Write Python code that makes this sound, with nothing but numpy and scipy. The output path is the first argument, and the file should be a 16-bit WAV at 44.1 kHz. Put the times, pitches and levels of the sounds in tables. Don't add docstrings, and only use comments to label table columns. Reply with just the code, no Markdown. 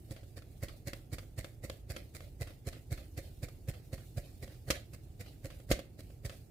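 import sys
import numpy as np
from scipy import signal
from scipy.fft import rfft, irfft
from scipy.io import wavfile
from scipy.ndimage import uniform_filter1d

SR = 44100
rng = np.random.default_rng(int(sys.argv[2]) if len(sys.argv) > 2 else 0)


def unload_wav(signal):
    wavfile.write(
        sys.argv[1],
        SR,
        np.round(np.clip(np.atleast_2d(signal).T, -1, 1) * 32767).astype(np.int16),
    )


def ratio_of_db(decibels):
    return 10 ** (np.asarray(decibels, float) / 20)


N = 286650

# (t/s, puff peak level/dB, rustle level/dB, creak level of the stroke that follows/dB)
TURNS = [(0.1116, -36.5, -55.5, -62.5), (0.372, -43.5, -56.5, -75), (0.63, -29.5, -49, -56),
         (0.8753, -33.5, -48, -60.5), (1.13, -31.5, -49, -68), (1.384, -29.5, -48, -58.5),
         (1.6411, -36, -50.5, -58.5), (1.9028, -34.5, -48.5, -53), (2.1514, -41.5, -53.5, -58.5),
         (2.4134, -29, -47.5, -58.5), (2.6718, -30, -48, -55.5), (2.921, -26, -47.5, -55),
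         (3.1795, -32, -50, -57.5), (3.4327, -29.5, -51.5, -65.5), (3.688, -27, -49, -60.5),
         (3.9324, -30, -52.5, -62), (4.1755, -28, -51.5, -58.5), (4.4284, -36, -54.5, -60.5),
         (4.682, -32.5, -52, -43.5), (4.936, -46, -57, -73), (5.204, -40.5, -54.5, -56.5),
         (5.449, -34.5, -52, -60), (5.7026, -27.5, -47, -64), (5.992, -44, -58.5, -70.5),
         (6.2523, -31.5, -51, -58.5)]
# (t/s, peak level/dB, brightness/dB, length/s, bending of the whole card/dB)
HARD_SNAPS = [
    (4.7023, -20.5, -9, 0.024, -4.5),
    (5.713, -19.5, -8, 0.022, -1),
]
# (f/Hz, level/dB, time to fall 60 dB/s)
BENDING = [(205, -8, .03), (330, -3, .045), (540, 0, .045), (630, -7, .03)]
# (f/Hz, likeness from 0 to 1)
LIKENESS = [(60, 1), (300, 0.82), (640, 0.42), (1400, 0.094), (3000, 0.055), (15000, 0.16)]


def at_hz(points, hz):
    table_hz, values = np.transpose(points)
    return np.interp(np.log(hz), np.log(table_hz), values)


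def rms_one(x):
    return x / np.sqrt(np.mean(x ** 2) + 1e-20)


def sides(pan_db):
    return ratio_of_db(np.array([pan_db / 2, -pan_db / 2]))[:, None]


def band(x, low_hz, high_hz):
    return signal.sosfilt(signal.butter(2, [low_hz, high_hz], "band", fs=SR, output="sos"), x)


def ring(x, modes):
    out = 0
    for hz, level_db, t60_s in modes:
        decay = ratio_of_db(-60 / (t60_s * SR))
        turn = 2 * np.pi * hz / SR
        push = [0, ratio_of_db(level_db) * np.sin(turn)]
        out = out + signal.lfilter(push, [1, -2 * decay * np.cos(turn), decay ** 2], x + 1e-18)
    return out


def add(out, piece, s):
    i = round(s * SR)
    out[:, i:i + piece.shape[1]] += piece[:, :N - i]


def swell(t, rise_s, hold_s, fall_s):
    return np.exp(np.minimum(t, 0) / rise_s - np.maximum(t - hold_s, 0) / fall_s)


def coloured(spectrum, grain_db):
    hz = np.maximum(np.fft.rfftfreq(N, 1 / SR), 1)
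    clumps = np.repeat(rng.standard_normal(N // 32 + 1), 32)[:N]
    mid, side = rfft(rng.standard_normal((2, N)) * ratio_of_db(grain_db * clumps))
    alike = np.clip(at_hz(LIKENESS, hz), 0, 1)
    both = np.sqrt(1 + alike) * mid + np.sqrt(1 - alike) * side * [[1], [-1]]
    outside = (hz > 1.5 * spectrum[-1][0]) | (hz < spectrum[0][0] / 1.5)
    shape_db = at_hz(spectrum, hz) - 30 * outside
    return rms_one(irfft(both * ratio_of_db(shape_db), N))


def patchy(x, patch_db):
    hz, _, cells = signal.stft(x, SR, nperseg=512)
    field = rng.standard_normal(cells.shape[1:])
    field = uniform_filter1d(field, size=3, axis=0)
    field = uniform_filter1d(field, size=9, axis=1)
    dips = np.minimum(rms_one(field), .5)
    patchy_below_hz = 7500
    depth_db = patch_db / (1 + (hz[:, None] / patchy_below_hz) ** 4)
    return signal.istft(cells * ratio_of_db(depth_db * dips), nperseg=512)[1][:, :N]


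def flutter(step_s, depth_db):
    knots = np.arange(0, N / SR + 1, step_s)
    return ratio_of_db(depth_db * np.interp(np.arange(N) / SR, knots, rng.standard_normal(len(knots))))


def creak():
    # (f/Hz, level per Hz/dB)
    creak_colour = [(300, -7.5), (600, 5), (950, -19.5), (1250, -12), (2100, -7.5), (3300, -11),
                    (4500, -9.5), (6000, -19.5), (9000, -19.5)]
    hiss_colour = [(1000, -37), (2000, -9.5), (4400, -4), (6050, -6), (7300, -4), (13600, -4), (16500, 1)]
    air_colour = [(15, -52), (28, -1.5), (55, 2), (112, 1), (200, -14.5), (330, -14), (530, -23.5),
                  (750, -26.5), (1000, -40), (2000, -42.5)]
    # (t/s, hiss level at rest/dB, swell of the hiss with the stroke/dB)
    hiss_drift = [(0.0, -66.5, -1), (0.45, -68.5, -1.5), (0.69, -68, -4), (0.78, -71, 7), (2.01, -77.5, 15.5),
                  (2.08, -71.5, 8), (2.66, -72.5, 6.5), (3.33, -68.5, 4.5), (3.71, -70, 1.5),
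                  (4.09, -66.5, 3), (5.09, -72, 3.5), (5.63, -68.5, 3.5), (6.01, -75.5, 8), (6.5, -72, 13)]
    fastest_s, slowest_s = 0.075, 0.22
    rest_db, typical_db = -82.5, -62

    t = np.arange(N) / SR
    s, _, _, stroke_db = np.transpose(TURNS)
    moments = np.ravel([s + fastest_s, s + slowest_s], order="F")
    speed = np.interp(t, np.r_[0, moments], np.r_[0, np.tile([1, 0], len(s))])
    strength_db = np.interp(t, s + fastest_s, stroke_db)
    creak_db = rest_db + speed * (strength_db - rest_db)
    crackle = ratio_of_db(creak_db - 2.5) * patchy(coloured(creak_colour, grain_db=2.5), patch_db=11)

    when, hiss_rest_db, swell_db = np.transpose(hiss_drift)
    stroke_swell_db = np.interp(t, when, swell_db) + 0.14 * (strength_db - typical_db)
    hiss_db = np.interp(t, when, hiss_rest_db) + 2.5 + speed * stroke_swell_db
    hiss = ratio_of_db(hiss_db) * patchy(coloured(hiss_colour, grain_db=1), patch_db=8)
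    hiss = hiss * flutter(.012, depth_db=1.5)

    stirred_air = ratio_of_db(-52 + 1.5 * speed) * coloured(air_colour, grain_db=1)
    return sides(-2.36) * (crackle + hiss + stirred_air)


def turns():
    # (f/Hz, level per Hz/dB)
    rustle_colour = [(600, -14), (950, -13.5), (1500, -9), (2070, -0.5), (2900, -14.5), (3600, -12.5),
                     (4500, -5), (6000, -16.5)]
    sizzle_colour = [(3000, -22), (6000, -9.5), (7400, -4.5), (10000, -6.5), (13600, -9), (16500, -4)]
    puff_hz, puff_s, puff_lag_s = 108, .0047, .0018
    pan_db, swell_s, lead_s = -3, .0055, .04

    t = np.arange(round(.12 * SR)) / SR - lead_s
    puff = -np.cos(2 * np.pi * puff_hz * t) * np.exp(-.5 * ((t - puff_lag_s) / puff_s) ** 2)
    puff -= 0.45 * np.exp(-.5 * ((t - .013) / 0.0031) ** 2)
    throb = ratio_of_db(2 * np.cos(2 * np.pi * puff_hz * (t + .001)))
    shake_swell = swell(t, 0.0071, 0.0092, 0.0066)
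    rustle_swell = throb * swell(t + 0.00028, swell_s, 0.013, 0.0098)
    sizzle_swell = swell(t + 0.0005, swell_s, 0.012, 0.009)

    air, shake, rustle, sizzle = np.zeros((4, 2, N))
    for s, puff_db, rustle_db, _ in TURNS:
        bend_db = -49.5 + 0.44 * (puff_db + 31) + 0.17 * (rustle_db + 45)
        add(air, sides(-2.8) * ratio_of_db(puff_db) * puff, s - lead_s)
        add(shake, sides(pan_db) * ratio_of_db(bend_db) * shake_swell, s - lead_s)
        add(rustle, sides(pan_db) * ratio_of_db(rustle_db - 1) * rustle_swell, s - lead_s)
        add(sizzle, sides(pan_db) * ratio_of_db(rustle_db + 1) * sizzle_swell, s - lead_s)

    force = shake * (rng.standard_normal(N) + 0.068 * rng.standard_normal((2, N)))
    bending = ratio_of_db(-20) * ring(force, BENDING) + ratio_of_db(17.5) * band(force, 137, 516)
    creases = flutter(.0025, depth_db=3.5)
    rustling = creases * rustle * patchy(coloured(rustle_colour, grain_db=1.5), patch_db=7)
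    sizzling = creases * sizzle * coloured(sizzle_colour, grain_db=2.5)
    return air, bending + rustling + sizzling


def snaps():
    # (t/s, peak level/dB, brightness/dB, length/s)
    whips = [(0.163, -47.5, -28, 0.021), (0.42, -50, -28, 0.016), (0.6827, -44, -20, 0.03),
             (0.9323, -34, -37, 0.012), (1.1828, -40, -41, 0.023), (1.444, -37, -21, 0.014),
             (1.698, -32, -50, 0.011), (1.9633, -33.5, -34, 0.015), (2.205, -43, -27, 0.0075),
             (2.471, -45, -13, 0.02), (2.727, -46, -20, 0.022), (2.975, -46.5, -15, 0.025),
             (3.275, -56, -17, .0088), (3.484, -48, -20, 0.019), (3.737, -48, -21, 0.026),
             (3.977, -52, -19, 0.033), (4.4775, -44, -19, 0.0065), (5.261, -48.5, -20, 0.011),
             (5.502, -46.5, -48, 0.021), (6.295, -42, -34, 0.023)]
    # (t/s, peak level/dB)
    ticks = [(0.231, -56), (0.969, -57), (1.2287, -54.5), (1.981, -61), (2.505, -52.5), (2.7667, -54),
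             (4.5216, -59.5), (5.542, -59), (5.5987, -52.5), (5.7912, -39.5), (6.101, -56.5), (6.345, -68)]
    # (f/Hz, level/dB, time to fall 60 dB/s)
    crinkle_modes = [(1350, -3, .007), (1650, -4, .006), (2150, -1, .006), (2650, -2, .006),
                     (3400, -3, .005), (4600, -3, .004)]
    snap_bend_db, snap_pan_db = -7.5, -1
    tick_bright_db, tick_s, tick_bend_db, tick_pan_db = -14, 0.02, 1, -3.5

    events = [(*row, snap_pan_db) for row in HARD_SNAPS]
    events += [(*row, snap_bend_db, snap_pan_db) for row in whips]
    events += [(*row, tick_bright_db, tick_s, tick_bend_db, tick_pan_db) for row in ticks]
    hard_times = [row[0] for row in HARD_SNAPS]

    t = np.arange(round(.08 * SR)) / SR
    low, mid, top = np.zeros((3, 2, N))
    for s, peak_db, bright_db, length_s, bend_db, pan_db in events:
        size, both, left, right = rng.standard_normal((4, len(t)))
        rise_s = .0004 * ratio_of_db(.8 * abs(-35 - peak_db))
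        fade = (1 - np.exp(-t / rise_s)) * np.exp(-3 * t / max(length_s, .002))
        dying = sides(pan_db) * ratio_of_db(peak_db) * fade
        clumps = ratio_of_db(3 * np.repeat(size[::24], 24)[:len(t)])
        spray = dying * rms_one(clumps * (0.35 * both + np.array([left, right])))
        knock = 2 * np.hanning(24) * sides(pan_db) * ratio_of_db(peak_db + bend_db)
        crinkle_db = -1.5 if s in hard_times else 0
        add(low, knock, s)
        add(low, .5 * ratio_of_db(bend_db) * dying * both, s)
        add(mid, ratio_of_db(crinkle_db) * spray, s)
        add(top, ratio_of_db(bright_db) * spray, s)

    broad = signal.lfilter(*signal.butter(1, [1100, 5000], "band", fs=SR), mid)
    crinkle = ratio_of_db(-20) * ring(mid, crinkle_modes) + ratio_of_db(2) * broad
    sizzle = ratio_of_db(1) * band(top, 4300, 15000)
    return ratio_of_db(-25.5) * ring(low, BENDING) + crinkle + sizzle


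def cracks():
    rise_s, fall_s = 0.0028, 0.0082
    out, t = np.zeros((2, N)), np.arange(round(.1 * SR)) / SR
    fade = (1 - np.exp(-t / rise_s)) * np.exp(-t / fall_s)
    for s, peak_db, *_ in HARD_SNAPS:
        clumps = ratio_of_db(2.1 * np.repeat(rng.standard_normal(len(t) // 40 + 1), 40)[:len(t)])
        burst = rms_one(clumps * rng.standard_normal((2, len(t))))
        add(out, ratio_of_db(peak_db + 2) * fade * burst, s)
    return sides(-1.7) * band(out, 1900, 7400)


def shoves():
    # (t/s, peak level/dB, f/Hz)
    pushes = [
        (4.705, -32, 63.4),
        (5.715, -22.5, 53.3),
    ]
    out, t = np.zeros((2, N)), np.arange(round(.1 * SR)) / SR
    for s, peak_db, hz in pushes:
        swing = -np.sin(2 * np.pi * hz * t) * np.exp(-t / 0.013)
        add(out, sides(-1.3) * ratio_of_db(peak_db) * swing, s)
    return out


def hollow(x):
    centre_hz, width_hz, dip_db = 900, 420, -16
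    b, a = signal.iirpeak(centre_hz, centre_hz / width_hz, fs=SR)
    return x - (1 - ratio_of_db(dip_db)) * signal.lfilter(b, a, x)


def room(x):
    # (f/Hz, time to fall 60 dB/s)
    decay_times = [(300, 0.29), (1000, 0.26), (3000, 0.32), (8000, 0.21), (16000, 0.23)]
    t = np.arange(round(.4 * SR)) / SR
    tail = 0
    for hz in 200 * 2. ** np.arange(7):
        both, *own = rng.standard_normal((3, len(t)))
        shared = np.clip(at_hz(LIKENESS, hz), 0, 1)
        noise = np.sqrt(shared) * both + np.sqrt(1 - shared) * np.array(own)
        octave = band(noise, hz / np.sqrt(2), hz * np.sqrt(2))
        tail = tail + octave * ratio_of_db(-60 * t / at_hz(decay_times, hz))
    tail = tail * np.clip(t / 0.0095, 0, 1)
    tail = tail / np.sqrt(np.sum(tail ** 2) / 2)
    return signal.fftconvolve(x, tail, axes=1)[:, :N]


def scene():
    air, sheet = turns()
    sheet = hollow(sheet + snaps() + cracks())
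    echoes = ratio_of_db(-13.5) * room(sheet)
    return creak() + air + shoves() + sheet + echoes


def band_limit(x):
    return signal.sosfilt(signal.butter(12, 16810, fs=SR, output="sos"), x)


def record(dry):
    bass_cut = signal.butter(4, 30, "high", fs=SR, output="sos")
    top_cut = signal.cheby2(12, 70, 16536, fs=SR, output="sos")
    mix = signal.sosfilt(np.vstack([bass_cut, top_cut]), dry)
    return band_limit(mix)


dry = scene()
out = record(dry)
unload_wav(out)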